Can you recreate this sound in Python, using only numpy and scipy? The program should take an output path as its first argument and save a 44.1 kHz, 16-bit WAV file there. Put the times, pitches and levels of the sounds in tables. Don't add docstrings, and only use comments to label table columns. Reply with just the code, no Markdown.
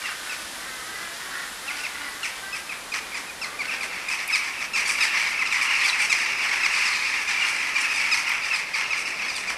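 import sys
import numpy as np
from scipy import signal
from scipy.io import wavfile

SR = 44100
rng = np.random.default_rng(int(sys.argv[2]) if len(sys.argv) > 2 else 0)


def wav_out(sig):
    wavfile.write(sys.argv[1], SR, np.round(np.clip(np.atleast_2d(sig).T, -1, 1) * 32767).astype(np.int16))


def invert_db(x):
    u = np.asarray(x, float) / 20
    return 10 ** u


N = 422037

# (time [s], start pitch [Hz], end pitch [Hz], second partial [dB], upper partials re second [dB])
LONE_CHACKS = [(0.036, 1420, 1303, -35, -14), (0.054, 1005, 773, -36, -5), (0.084, 1437, 1340, -36, -15),
               (0.295, 1340, 1194, -30, -8), (1.679, 1393, 1010, -29, -14), (1.837, 1400, 993, -30.5, -13),
               (2.231, 1434, 1028, -25, -7.5), (2.527, 1290, 1260, -28.5, -13),
               (2.693, 1300, 1100, -29, -15), (3.118, 1193, 944, -36, -16), (3.144, 1254, 1000, -32, -5.5),
               (3.267, 1287, 1200, -42, -10), (3.415, 1376, 1030, -31, -7.5), (3.59, 1210, 1054, -29, -13),
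               (3.62, 1330, 1045, -36, -9), (3.678, 1353, 1148, -28.5, -13), (3.712, 1370, 1230, -26, -14),
               (3.808, 1230, 1025, -28, -9.5), (3.881, 1210, 990, -37, -14), (3.956, 1152, 1015, -36.5, -9)]
HOARSE_CHACKS = [(1.735, 1180, 1064, -36, -4.5), (1.768, 1600, 1250, -40, -2), (2.919, 1250, 1030, -25, -9),
                 (2.53, 1291, 1150, -41, -1), (0.018, 1170, 1070, -36, -8.5), (6.023, 1220, 1060, -32, -5),
                 (6.716, 1106, 923, -32, -4.5), (7.189, 1322, 1100, -32, -7), (7.642, 1230, 1177, -35, -12),
                 (8.248, 1212, 1066, -31, -13), (8.162, 1226, 1112, -32, -4.5),
                 (8.96, 1250, 1100, -36, -1.5), (9.34, 1270, 1050, -35, -1), (7.78, 1150, 906, -32, -4),
                 (5.86, 1200, 1000, -34, -0.5)]
# (time [s], start pitch [Hz], second partial [dB], upper partials re second [dB])
LEVEL_LEADERS = [(4.112, 1300, -25.5, -8), (4.39, 1160, -29, -14), (4.734, 1370, -28.5, -5),
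                 (4.779, 1250, -25, -14), (4.855, 1177, -25, -4), (5.125, 1207, -21, -12),
                 (5.157, 1118, -24, -7.5), (5.69, 1085, -25, -10), (5.839, 1184, -25, -2),
                 (6.002, 1200, -25, -6.5), (6.152, 1270, -23.5, -9.5), (6.187, 1302, -30.5, -2),
                 (6.417, 1170, -27, -6.5), (6.762, 1210, -30.5, -4.5), (6.889, 1190, -30, -16),
                 (7.049, 1237, -27, -9), (7.276, 1259, -24, -9), (7.479, 1137, -27.5, -7),
                 (7.9, 1320, -26.5, -10), (7.939, 1268, -27, -5.5), (7.997, 1153, -26.5, -9),
                 (8.044, 1153, -27, -13), (8.35, 1367, -24, -14), (8.433, 1226, -29, -6),
                 (8.503, 1360, -25.5, -20), (8.792, 1096, -23.5, -12.5), (9.23, 1140, -28, -9.5),
                 (9.479, 1214, -26.5, -7.5)]
FALLING_LEADERS = [(4.085, 1272, -25, -7), (4.172, 1140, -30.5, -8), (4.287, 1250, -25.5, -10),
                   (4.606, 1286, -28, -8), (4.76, 1218, -25.5, -4), (4.89, 1287, -23.5, -3.5),
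                   (5.213, 1196, -25.5, -7.5), (5.264, 1065, -29, -5), (5.455, 1420, -26, -7.5),
                   (5.509, 1384, -25.5, -7.5), (5.542, 1115, -26, -11), (5.61, 1280, -24.5, -6.5),
                   (5.745, 1263, -26, -8.5), (5.868, 1280, -23.5, -14), (5.93, 1270, -25.5, -15),
                   (5.982, 1095, -25.5, -7), (6.242, 1180, -26.5, -9), (6.39, 1230, -26.5, -19),
                   (6.45, 1524, -26.5, -16.5), (6.511, 1118, -24.5, -11), (6.815, 1160, -27, -10),
                   (7.122, 1080, -24, -11), (7.395, 1204, -24, -12.5), (7.422, 1240, -23.5, -11),
                   (7.463, 1095, -28.5, -5), (8.303, 1205, -24, -13), (8.737, 1245, -24, -10.5),
                   (9.053, 1350, -28, -5.5), (9.195, 1324, -26, -10), (9.281, 1300, -32.5, -4)]
BROKEN_LEADERS = [
    (4.326, 1313, -21, -4),
    (5.006, 1311, -20.5, -4.5),
    (5.391, 1312, -22.5, -16),
    (6.097, 1306, -21, -4.5),
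    (6.855, 1328, -25, -7),
    (8.906, 1305, -24, -12),
    (6.633, 1320, -20.5, -9),
    (7.755, 1217, -22.5, -11),
    (8.115, 1296, -20, -4),
    (8.529, 1314, -27.5, -5),
]
LEVEL_SAG, FALLING_SAG, BROKEN_SAG = .05, .15, .2
BEND, BROKEN_BEND = 1.5, 2.2
SOLO_HELD_S, LEADER_HELD_S, BROKEN_HELD_S = .026, .019, .034


def near_birds():
    calls = []
    for rows, rough in [(LONE_CHACKS, .27), (HOARSE_CHACKS, .5)]:
        for s, hz, end_hz, db, upper_db in rows:
            calls.append((s, held_for(SOLO_HELD_S, db), hz, end_hz, db, upper_db, rough, BEND))
    for rows, sag in [(LEVEL_LEADERS, LEVEL_SAG), (FALLING_LEADERS, FALLING_SAG)]:
        for s, hz, db, upper_db in rows:
            held = held_for(LEADER_HELD_S, db)
            calls.append((s, held, hz, hz * (1 - sag), db, upper_db, .3, BEND))
    for s, hz, db, upper_db in BROKEN_LEADERS:
        calls.append((s, BROKEN_HELD_S, hz, hz * (1 - BROKEN_SAG), db, upper_db, .22, BROKEN_BEND))
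    out = np.zeros((4, N))
    for s, held, start_hz, end_hz, db, upper_db, rough, bend in calls:
        call = chack(held, start_hz, end_hz, db, upper_db, rough, bend, rasp_db=2 + 18 * rough)
        add(out, call, s - .001)
    return throats(*out)


def held_for(usual_s, db):
    longer_s_per_db, usual_db = .0014, -25
    return np.clip(usual_s + longer_s_per_db * (usual_db - db), .01, .042)


# (frequency [Hz], level [dB])
JACKDAW_THROAT = [(700, -9), (1200, -15.5), (1700, -1.5), (2300, 0.5), (2800, -0.5), (3250, -5),
                  (5000, 0.5), (6500, -7.5), (8500, -11), (11000, -22.5), (15000, -42)]


def chack(held, start_hz, end_hz, db, upper_db, rough, bend, rasp_db):
    t = np.arange(int(.13 * SR)) / SR
    note = t[:int((held + .025) * SR)]
    after = np.maximum(note - held, 0)
    fallen = np.minimum(note / held, 1)
    pitch = start_hz + (end_hz - start_hz) * fallen ** bend
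    pitch = pitch * (1 - 6.0 * after)
    levels_db = upper_db - 4.5 + 3 * rng.standard_normal((12, 1))
    levels_db[:2] = [[-1.5], [0]]
    levels_db[3] += 2.5
    top_db = 0.32 * (upper_db + 8.5) + 2 * rng.standard_normal()
    levels_db[6:] += top_db
    rough = rough * (.4 + 1.1 * fallen)
    swell = (1 - np.exp(-note / 0.0011)) * invert_db(-1100 * after - 1.9 * np.exp(-note / 0.0062))
    voiced = np.zeros(len(t))
    voiced[:len(note)] = swell * stack(pitch, levels_db, JACKDAW_THROAT, rough, count=12)
    rasp_in = np.clip((t - 0.56 * held) / 0.011, 0, 1)
    rasp_out = np.clip((held + 0.061 - t) / 0.03, 0, 1)
    breaking = rasp_in * rasp_out * invert_db(-90 * t)
    uneven = np.repeat(invert_db(rasp_db + 3 * drift(280, len(t), 8)), 8)[:len(t)]
    puffs = breaking * uneven * rng.standard_normal(len(t))
    return invert_db(db + 3.5) * np.array([voiced, puffs, puffs * invert_db(upper_db), puffs * invert_db(upper_db + top_db)])


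def stack(pitch, levels_db, throat, rough, count):
    pitch = pitch * (1 + .04 * rough * drift(200, len(pitch)))
    k = np.arange(1, count + 1)[:, None]
    turns = np.cumsum(pitch) / SR
    rough_db = 6 * np.broadcast_to(rough, pitch.shape)[::8]
    flicker_db = [rough_db * drift(90, len(pitch), 8) for _ in k]
    gains = invert_db(at_hz(throat, k * pitch[::8]) + levels_db + flicker_db)
    gains = np.repeat(gains, 8, axis=1)[:, :len(pitch)]
    partials = gains * np.sin(2 * np.pi * (k * turns + rng.random((count, 1))))
    partials[2:] *= 1 + rough * np.sin(np.pi * turns)
    return partials.sum(axis=0) * (1 - rough + 1.2 * rough * drift(350, len(pitch)))


# (frequency [Hz], width [Hz], level [dB])
RASP_LOW = [(1250, 780, -7), (1660, 240, -0.5), (2343, 510, 1.5)]
RASP_UPPER = [(4030, 1800, -8), (5270, 2030, -1), (6310, 870, -5.5)]
RASP_TOP = [(8260, 1600, -8.5), (10900, 1800, -17.5)]


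def throats(note, low, upper, top):
    low = signal.sosfilt(signal.butter(2, 3000, fs=SR, output="sos"), resonate(low, RASP_LOW))
    voice = note + low + resonate(upper, RASP_UPPER) + resonate(top, RASP_TOP)
    no_bass = signal.cheby2(8, 30, 700, "high", fs=SR, output="sos")
    return signal.sosfilt(no_bass, voice)


def resonate(x, modes):
    out = 0
    for k, (hz, width_hz, db) in enumerate(modes):
        r = np.exp(-np.pi * width_hz / SR)
        feed = (1 - r * r) / 2 * np.array([1, 0, -1])
        back = [1, -2 * r * np.cos(2 * np.pi * hz / SR), r * r]
        out = out + (-1) ** k * invert_db(db) * signal.lfilter(feed, back, x + 1e-18)
    return out


# (time [s], chorus level [dB], nearness as upper partials [dB])
FLOCK = [(0, -70, -9), (3.5, -55, -9), (3.6, -40, -11), (3.78, -39, -6), (4.1, -31, -14),
         (4.28, -27.5, -8.5), (4.83, -27, -11), (5.04, -23.5, -11.5), (5.48, -26.5, -11),
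         (5.59, -21.5, -12), (6.15, -25, -10), (7.1, -22.5, -9), (7.45, -25.5, -10), (7.76, -22, -9.5),
         (7.92, -24.5, -10.5), (8.5, -26, -10.5), (9.34, -29.5, -9), (9.57, -25.5, -10)]
CALLS_PER_S = 55


def far_birds():
    out = np.zeros((4, N))
    level_db, upper_db = in_time(FLOCK)
    for when, high, fall, length, distance in rng.random((int(CALLS_PER_S * N / SR), 5)):
        i = int(when * N)
        start_hz = 1080 + 380 * high
        end_hz = start_hz * (.95 - .28 * fall)
        db = level_db[i] - 8.5 - 8 * (distance - .5)
        held = .018 + .02 * length
        call = chack(held, start_hz, end_hz, db, upper_db[i], rough=.35, bend=1.4, rasp_db=7)
        add(out, call, i / SR)
    return throats(*out)


# (time [s], peak level [dB])
WING_CLAPS = [
    (3.6494, -35),
    (4.2773, -20),
    (8.292, -24),
]


def wing_claps():
    out, t = np.zeros(N), np.arange(400) / SR
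    for s, db in WING_CLAPS:
        add(out, invert_db(db - 2) * rng.standard_normal(400) * np.exp(-t / 0.0037), s)
    return signal.sosfilt(signal.butter(3, [7500, 14000], "band", fs=SR, output="sos"), out)


# (time [s], level [dB])
WING_LEVEL = [
    (0.0, -42.5),
    (1.31, -42.5),
    (4.69, -48),
    (5.04, -44),
    (5.44, -48.5),
    (7.54, -50),
    (7.94, -47.5),
    (8.72, -51.5),
    (9.57, -55),
]
# (frequency [Hz], density [dB per Hz])
WING_COLOUR = [(1500, 3.5), (2600, -2.5), (3600, 1), (5500, -3.5), (8000, -6), (11000, -4.5), (13000, -12),
               (15600, -32)]


def wing_rustle():
    rustle = banded_noise([(300, -40)] + WING_COLOUR, patchy_db=.4, flutter_hz=12)
    return invert_db(in_time(WING_LEVEL)[0] + 5.5) * rustle


# (time [s], length [s], start pitch [Hz], top pitch [Hz], level [dB])
CLEAR_CAWS = [
    (.55, 0.13, 380, 388, -41.5),
    (0.616, 0.22, 246.6, 255, -40.5),
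    (0.803, 0.15, 311, 317, -43),
    (.88, 0.17, 386.4, 398, -42.5),
    (1.279, 0.19, 253.7, 282, -41.5),
    (1.621, 0.31, 255.7, 300, -40),
    (2.146, 0.263, 253, 262, -42),
    (2.39, .25, 384, 400.5, -41),
    (3.628, 0.27, 250, 261, -41),
]
HOARSE_CAWS = [
    (.0, 0.17, 300, 310.3, -37),
    (.17, 0.19, 298, 303.4, -41),
    (.95, 0.13, 335, 337.6, -39),
    (1.17, 0.31, 360, 368.7, -40),
    (1.9, 0.23, 283, 291, -38),
    (3.1, 0.154, 300, 309.6, -44.5),
    (3.42, 0.076, 290, 297, -41.5),
    (3.88, 0.12, 250, 251.4, -45.5),
]
# (frequency [Hz], level [dB])
ROOK_THROAT = [(700, -20), (1050, -10), (1450, 0), (1750, -4), (1980, 0), (2400, -15), (3800, -20),
               (5100, -17), (6000, -26)]


def rooks(calls, rough):
    out = np.zeros(N)
    for s, length, start_hz, top_hz, db in calls:
        u = np.linspace(0, 1, int(length * SR))
        pitch = start_hz + (top_hz - start_hz) * np.sin(2.3 * u) + 4.5 * drift(18, len(u))
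        voice = rms_one(stack(pitch, 2 * rng.standard_normal((18, 1)), ROOK_THROAT, rough, count=18))
        swell = np.sin(np.pi * u) ** 0.35 * invert_db(1.5 * drift(12, len(u)))
        add(out, invert_db(db + 1.0) * swell * voice, s)
    return out


# (frequency [Hz], density [dB per Hz])
TOWN_COLOUR = [(20, -8.5), (50, -3.5), (110, -10), (220, -2.5), (450, -3.5), (800, -0.5), (1300, -1.5),
               (2000, -8), (3000, -9)]
TOWN_DB = -48


def town_traffic():
    return invert_db(TOWN_DB + 5) * banded_noise(TOWN_COLOUR + [(5000, -46)], patchy_db=1.0, flutter_hz=2.084)


def banded_noise(spectrum, patchy_db, flutter_hz):
    out, edges, white = 0, 22 * 2 ** np.arange(0, 9.6, .5), rng.standard_normal((2, N))
    together = drift(flutter_hz, N, 32)
    for k, (low, high) in enumerate(zip(edges, edges[1:])):
        band = signal.sosfilt(signal.butter(2, [low, high], "band", fs=SR, output="sos"), white[k % 2])
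        flicker_db = patchy_db * (together + drift(flutter_hz, N, 32))
        gain = invert_db(at_hz(spectrum, np.sqrt(low * high)) + flicker_db)
        out = out + band * np.repeat(gain, 32)[:N]
    return rms_one(out)


def site(x, early_db, late_db):
    out, hop, t = np.zeros(N), SR // 4, np.arange(SR // 2) / SR
    padded, fade = np.pad(x, (0, 2 * hop)), np.hanning(2 * hop + 1)[:-1]
    for i in range(0, N, hop):
        early = rng.standard_normal(len(t)) * np.clip((t - .012) / .015, 0, 1) * invert_db(-60 * t / .15)
        late = rng.standard_normal(len(t)) * np.clip((t - .04) / .05, 0, 1) * invert_db(-60 * t / .5)
        late = signal.lfilter([.4], [1, -.6], late)
        reply = (invert_db(early_db) * rms_one(early) + invert_db(late_db) * rms_one(late)) / np.sqrt(len(t))
        reply[rng.integers(200, 450)] += invert_db(-12.5)
        add(out, signal.fftconvolve(padded[i:i + 2 * hop] * fade, reply), i / SR)
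    return x + out


def rms_one(x):
    return x / np.sqrt(np.mean(x ** 2) + 1e-20)


def in_time(rows):
    s, *columns = np.transpose(rows)
    return [np.interp(np.arange(N) / SR, s, c) for c in columns]


def at_hz(points, hz):
    point_hz, db = np.transpose(points)
    return np.interp(np.log(hz), np.log(point_hz), db)


def drift(rate_hz, count, step=1):
    points = rng.standard_normal(int(count * 400 / SR) + 3)
    return np.interp(np.arange(0, count, step) * rate_hz / SR, np.arange(len(points)), points)


def add(track, sound, s):
    i = int(s * SR)
    track[..., i:i + sound.shape[-1]] += sound[..., :max(N - i, 0)]


def scene():
    clear_rooks, hoarse_rooks = rooks(CLEAR_CAWS, rough=.17), rooks(HOARSE_CAWS, rough=.45)
    near = site(near_birds() + wing_claps() + clear_rooks, early_db=-8.5, late_db=-14.5)
    far = site(far_birds() + hoarse_rooks, early_db=-3, late_db=-7)
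    return (near + far + wing_rustle() + town_traffic())[None]


def roll_off(x):
    return signal.sosfilt(signal.butter(12, 15720, fs=SR, output="sos"), x)


def record(dry):
    heard = signal.sosfilt(signal.butter(4, 14200, fs=SR, output="sos"), dry)
    heard = signal.sosfilt(signal.cheby2(8, 40, 16000, fs=SR, output="sos"), heard)
    return roll_off(heard)


dry = scene()
out = record(dry)
wav_out(out)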